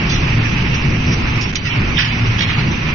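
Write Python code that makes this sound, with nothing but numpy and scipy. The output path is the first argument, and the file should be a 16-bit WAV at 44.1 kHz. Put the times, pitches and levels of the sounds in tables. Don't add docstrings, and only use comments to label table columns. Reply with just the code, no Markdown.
import sys
import numpy as np
from scipy import signal
from scipy.fft import rfft, irfft
from scipy.io import wavfile
from scipy.ndimage import uniform_filter1d

SR = 44100
rng = np.random.default_rng(int(sys.argv[2]) if len(sys.argv) > 2 else 0)


def pcm_store(signal):
    levels = np.round(np.clip(np.atleast_2d(signal), -1, 1) * 32767)
    wavfile.write(sys.argv[1], SR, levels.astype(np.int16).T)


def boost_factor(decibels):
    exponent = np.asarray(decibels, float) / 20
    return 10 ** exponent


N = 129654

# pitch_hz, level_db [dB per Hz]
RUMBLE_SPECTRUM = [(8.8, -47), (15, -4), (114, -2), (136, -1), (238, -9), (280, -11), (318, -12.5),
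                   (606, -25), (700, -26), (910, -60), (1540, -120)]
# pitch_hz, level_db [dB per Hz]
ROLLER_SPECTRUM = [(290, -32), (500, -14.5), (740, -9.5), (886, -3), (1180, -4), (1550, -4.5), (2530, 0.5),
                   (2950, -4.5), (3340, -10.5), (4250, -14.5), (5800, -12.5), (6300, -17), (8190, -52),
                   (13900, -120)]
# time_s, level_db
CONVEYOR_LOAD = [(0, 1), (.5, 0.5), (1.0, -1), (1.35, 0.5), (1.5, -3.5), (1.62, -8), (1.75, 0),
                 (1.95, -0.5), (2.15, 0.5), (2.35, 0), (2.6, -0.5), (2.94, -1.5)]
# time_s, level_db
HALL_SURGE = [(0.0, -16), (0.71, -17.5), (0.81, -19.5), (0.9, -14.5), (1.05, -19.5), (1.07, -16),
              (1.73, -23), (1.78, -15), (1.96, -19), (2.0, -22), (2.27, -19), (2.59, -19), (2.67, -15.5),
              (2.83, -21.5), (2.9, -17), (2.94, -18)]
# pitch_hz, level_db [rms], width_hz
MOTOR_TONES = [
    (113.02, -24, 4),
    (154.7, -31, 11),
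    (237.5, -33.5, 7),
    (731, -48.5, 3.9),
    (845, -53, 5.4),
    (2646, -41, 10),
    (5200, -63.5, 2.9),
    (6030, -50.5, 67),
]
# start_s, level_db, centre_hz, length_s
VALVE_PUFFS = [
    (1.06, -36, 5300, .05),
    (1.115, -28, 5500, .03),
    (1.41, -29, 5000, .02),
    (1.5545, -23, 5600, .016),
]
# start_s, level_db, centre_hz, rattle_s, spread_octaves
METAL_CLACKS = [(.09, -22.5, 3320, 0.073, 2.1), (.735, -26.5, 3560, 0.014, 1.6),
                (1.429, -27.5, 4200, 0.0029, 0.8), (1.644, -23, 2210, .035, 0.45),
                (1.648, -29, 5420, 0.038, 0.34), (1.695, -23, 2440, 0.034, 0.3),
                (1.964, -17.5, 2880, 0.018, .35), (1.983, -19.5, 5210, .025, .3),
                (1.978, -14.5, 2380, .04, .55), (2.041, -23.5, 3140, 0.024, 0.77),
                (2.09, -26, 2580, 0.044, 0.44), (2.254, -29, 2640, 0.012, 0.45),
                (2.38, -22, 2900, 0.01, 0.88), (2.4, -18, 2700, .028, .8), (2.418, -22, 4500, .003, .8),
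                (2.485, -21, 2200, .03, .7), (2.542, -29.5, 2170, 0.045, 0.61),
                (2.579, -25, 2000, 0.017, 1.5), (2.71, -31, 3470, 0.012, 0.86),
                (2.846, -26, 2330, 0.055, 0.32)]
# start_s, level_db, centre_hz
HARD_BLOWS = [(1.554, -19, 3306), (1.5544, -20, 5880), (1.5637, -21, 3185), (1.978, -12, 2710),
              (1.987, -14.5, 2197), (1.9875, -17.5, 5275), (2.4066, -16.5, 2493), (2.4221, -25, 3920),
              (2.488, -22, 2730), (2.5519, -23, 2180), (2.492, -21.5, 1450), (1.556, -22.5, 2006),
              (1.557, -22.5, 4606)]
# pitch_hz, correlation [-1 to 1]
PORT_LIKENESS = [(60, .994), (120, .975), (200, .94), (300, .82), (490, .12), (2400, -.1), (4000, .2),
                 (6700, .35)]
# pitch_hz, difference_db
PORT_LEAN = [(60, 0), (300, -.2), (600, -1.2), (1650, -.3), (2100, -8.5), (2900, -8.5), (3800, -2.5),
             (6700, -1.5)]
# start_s, length_s, spared [1 = strongest band survives]
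TREBLE_GAPS = [
    (1.519, .0065, 1),
    (1.5405, .0055, 0),
]
# start_s, length_s, left_db, right_db
OPEN_TREBLE = [
    (1.408, .03, -6, -2),
    (1.49, .02, -3, -20),
    (1.527, .036, 0, 0),
    (2.417, .009, -3, -30),
]


def evened(x):
    return x / np.sqrt(np.mean(x ** 2) + 1e-20)


def read(points, hz):
    f, value = np.transpose(points)
    return np.interp(np.log(hz + 1), np.log(f + 1), value)


def control(points):
    return np.interp(np.arange(N) / SR, *np.transpose(points))


def during(start_s, length_s):
    t = np.arange(N) / SR
    return 1. * (t > start_s) * (t < start_s + length_s)


def add(mix, start_s, sound):
    part = mix[round(start_s * SR):][:len(sound)]
    part += sound[:len(part)]


def lowpass(x, edge_hz):
    taps = signal.firwin(2047, edge_hz, window=("kaiser", 10), fs=SR)
    return signal.oaconvolve(x, taps[None], "same")


def resonate(x, hz, width_hz):
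    turn = np.exp(2j * np.pi * hz * np.arange(len(x)) / SR)
    r = np.exp(-np.pi * width_hz / SR)
    return 2 * (turn * signal.lfilter([1 - r], [1, -r], x / turn)).real


def shape(hold_s, rise_s, fade_s):
    t = np.arange(0, hold_s + 0.32, 1 / SR)
    return np.minimum(t / rise_s, 1) * np.exp(-np.maximum(t - hold_s, 0) / fade_s)


def wash(colour, level_db, patchy_db, flicker_db, size):
    hop = size // 4
    frames, hz = N // hop + 5, np.fft.rfftfreq(size, 1 / SR)
    a, b, c, d, patches = rng.standard_normal((frames, len(hz), 5)).T
    patches = uniform_filter1d(uniform_filter1d(patches, size=9, axis=0), size=9, axis=1)
    flicker = evened(uniform_filter1d(rng.standard_normal(frames), size=3))
    same = np.clip(read(PORT_LIKENESS, hz), -1, 1)[:, None]
    left = a + 1j * b
    right = same * left + np.sqrt(1 - same ** 2) * (c + 1j * d)
    level = read(colour, hz)[:, None] + patchy_db * evened(patches) + flicker_db * flicker
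    z = np.array([left, right]) * boost_factor(level)
    noise = signal.istft(z, nperseg=size, noverlap=size - hop)[1][:, :N]
    return boost_factor(level_db) * evened(noise)


def surge_db():
    return control(HALL_SURGE) + 18


def hall_rumble():
    return wash(RUMBLE_SPECTRUM, surge_db() - 17.5, patchy_db=0.46, flicker_db=0.62, size=2048)


def roller_roar():
    return wash(ROLLER_SPECTRUM, control(CONVEYOR_LOAD) - 22.5, patchy_db=1.3, flicker_db=.6, size=512)


def motors():
    out = np.zeros(N)
    for hz, db, width_hz in MOTOR_TONES:
        tone = resonate(resonate(rng.standard_normal(N), hz, width_hz), hz, width_hz)
        out += boost_factor(db) * evened(tone)
    return np.array([out, out]) * boost_factor(.5 * surge_db())


def hall_echo(x):
    t60_s, top_hz, taps_per_s = .45, 7000, 2000
    t = np.arange(SR // 2) / SR
    signs = rng.choice([-1., 1.], (2, len(t)))
    taps = signs * (rng.random((2, len(t))) < taps_per_s / SR) * boost_factor(-60 * t / t60_s)
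    taps = signal.lfilter(*signal.butter(1, top_hz, fs=SR), taps)
    return signal.fftconvolve(x[None], taps / np.linalg.norm(taps[0]), axes=1)[:, :N]


def valve_puff(db, centre_hz, length_s):
    width_hz, body_db = 1500, 0.5
    env = shape(length_s, rise_s=.001, fade_s=.0031)
    air = rng.standard_normal(len(env))
    jet = evened(resonate(resonate(air, centre_hz, width_hz), centre_hz, width_hz))
    hiss = evened(resonate(air, 3600, 2500))
    return boost_factor(db) * env * (jet + boost_factor(body_db) * hiss)


def metal_clack(db, centre_hz, rattle_s, octaves):
    knocks_per_s, ring_s, count = 1800, .02, 160
    env = shape(rattle_s, rise_s=.006, fade_s=.014)
    happens = rng.random(len(env)) < knocks_per_s / SR
    force = rng.random(len(env)) - .5
    knocks = env * happens * np.sign(force) * (.5 + abs(force))
    t = np.arange(1400) / SR
    place, length, side = rng.random((3, count, 1))
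    modes_hz = 700 + 6300 * (np.arange(count)[:, None] + place) / count
    gain = np.exp(-.5 * (np.log2(modes_hz / centre_hz) / octaves) ** 2) * np.sign(side - .5)
    modes = np.sin(2 * np.pi * modes_hz * t) * boost_factor(-60 * t / (ring_s * (.5 + length)))
    sound = signal.fftconvolve(knocks, (gain * modes).sum(0))
    return boost_factor(db) * sound / np.std(sound[:round((rattle_s + .02) * SR)])


def hard_blow(db, centre_hz):
    ring_s, octaves, rise_s = .028, .45, .0013
    t = np.arange(1500) / SR
    place, phase = rng.random((2, 40, 1))
    modes_hz = centre_hz * 2 ** (octaves * (2 * place - 1))
    modes = np.sin(2 * np.pi * (modes_hz * t + phase)) * boost_factor(-60 * t / ring_s)
    sound = modes.sum(0) * np.minimum(t / rise_s, 1)
    return boost_factor(db) * sound / np.std(sound[:200])


def scene():
    hits = np.zeros(N)
    for maker, events in [(valve_puff, VALVE_PUFFS), (metal_clack, METAL_CLACKS), (hard_blow, HARD_BLOWS)]:
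        for start_s, *settings in events:
            add(hits, start_s, maker(*settings))
    left_lag_s, body_left, treble_left = .0006, .6, .6
    body = lowpass(hits[None], 4700)[0]
    left = treble_left * (hits - body) + body_left * np.roll(body, round(left_lag_s * SR))
    near = np.array([left, hits]) + boost_factor(-10) * hall_echo(hits)
    return near + hall_rumble() + roller_roar() + motors()


def starve(x):
    starve_from_hz, step_db, step_db_per_khz, wobble_db, memory = 1500, -8, 2.8, 4, .4
    wide_bands_hz, side_starve_db, side_bass_hz = 4480, 2.5, 260
    dropout_luck, dropout_db = .66, -14
    n, k = np.arange(2048), np.arange(1024)
    line_hz = k * SR / 2048
    window = np.sin(np.pi * (n + .5) / 2048)
    basis = window * np.cos(np.pi / 1024 * np.outer(k + .5, n + 512.5)) / np.sqrt(512)
    at = np.arange(N // 1024 + 2)[:, None] * 1024 + n
    fold = np.array([[1, 1], [1, -1.007]]) / np.sqrt(2)
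    padded = np.pad(fold @ x, ((0, 0), (1024, 3072)))
    lines = padded[:, at] @ basis.T
    first = np.where(line_hz > wide_bands_hz, (k - 16) // 24 * 24 + 16, k // 12 * 12)
    band, hz = first // 12, (first + 8) * SR / 2048
    power = uniform_filter1d(lines ** 2, size=64, axis=2)
    recent = signal.lfilter([1 - memory], [1, -memory], power, axis=1)
    held = np.maximum(power, recent)[:, :, first + 8]
    luck = .4 * rng.standard_normal((len(at), 86)) + .92 * rng.standard_normal((2, len(at), 86))
    luck = luck[:, :, band]
    rise_db = step_db_per_khz * (hz - starve_from_hz) / 1000
    step = np.sqrt(abs(held) + 1e-18) * boost_factor(step_db + rise_db + wobble_db * luck)
    step[1] *= boost_factor(side_starve_db * (hz > wide_bands_hz))
    side_lost = uniform_filter1d(luck[1, :, :1], size=3, axis=0) > .1
    lines[1] *= 1 - (line_hz < side_bass_hz) * side_lost
    mid, side = uniform_filter1d(rng.standard_normal((2, len(at), 86)), size=2, axis=1)[:, :, band]
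    lost = np.array([mid, np.maximum(mid, side)]) > dropout_luck
    lines *= boost_factor(dropout_db * (hz > wide_bands_hz) * lost)
    coarse = np.sign(lines) * np.floor(abs(lines) / step + 0.36) * step
    rounded = np.where(hz > starve_from_hz, coarse, lines) @ basis
    out = np.zeros_like(padded)
    out[:, at[:, :1024]] += rounded[:, :, :1024]
    out[:, at[:, 1024:]] += rounded[:, :, 1024:]
    return fold @ out[:, 1024:1024 + N]


def treble_of(x):
    split = signal.butter(4, 800, fs=SR, output="sos")
    return x - signal.sosfiltfilt(split, x)


def gain_control(x):
    duck_from_db, duck_share, recover_db_per_s = -18, 0.21, 39
    power = uniform_filter1d((treble_of(x) ** 2).mean(0), size=900)
    power_db = 10 * np.log10(abs(power) + 1e-12)
    fall = np.arange(N) / SR * recover_db_per_s
    held_db = np.maximum.accumulate(power_db + fall) - fall
    over_db = np.maximum(held_db - duck_from_db, 0)
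    return x / boost_factor(duck_share * uniform_filter1d(over_db, size=400))


def treble_limit(x):
    edge_hz = 6200
    extra = x - lowpass(x, edge_hz)
    quick = uniform_filter1d(sum(during(s, d) for s, d, *_ in OPEN_TREBLE), size=300)
    x = lowpass(quick * x + (1 - quick) * starve(x), edge_hz)
    opened = sum(np.outer(boost_factor([left_db, right_db]), during(s, d)) for s, d, left_db, right_db in OPEN_TREBLE)
    return x + uniform_filter1d(opened, size=200) * extra


def gaps(x):
    treble = treble_of(x)
    keep = uniform_filter1d(np.prod([1 - during(s, d) for s, d, _ in TREBLE_GAPS], axis=0), size=60)
    spare = uniform_filter1d(sum(on * during(s, d) for s, d, on in TREBLE_GAPS), size=60)
    strong = signal.sosfiltfilt(signal.butter(4, (2000, 3200), "band", fs=SR, output="sos"), x)
    bass = 1 - .85 * uniform_filter1d(during(1.551, .008), size=120)
    return bass * (x - treble) + keep * treble + spare * strong


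def low_pass(x):
    return signal.sosfilt(signal.butter(12, 7360, fs=SR, output="sos"), x)


def record(dry):
    hz = np.fft.rfftfreq(N, 1 / SR)
    lean = boost_factor(np.outer([.5, -.5], read(PORT_LEAN, hz)))
    x = gain_control(irfft(rfft(dry) * lean, N))
    x = lowpass(.95 * np.tanh(x / .95), 6950)
    return low_pass(gaps(treble_limit(x)))


dry = scene()
out = record(dry)
pcm_store(out)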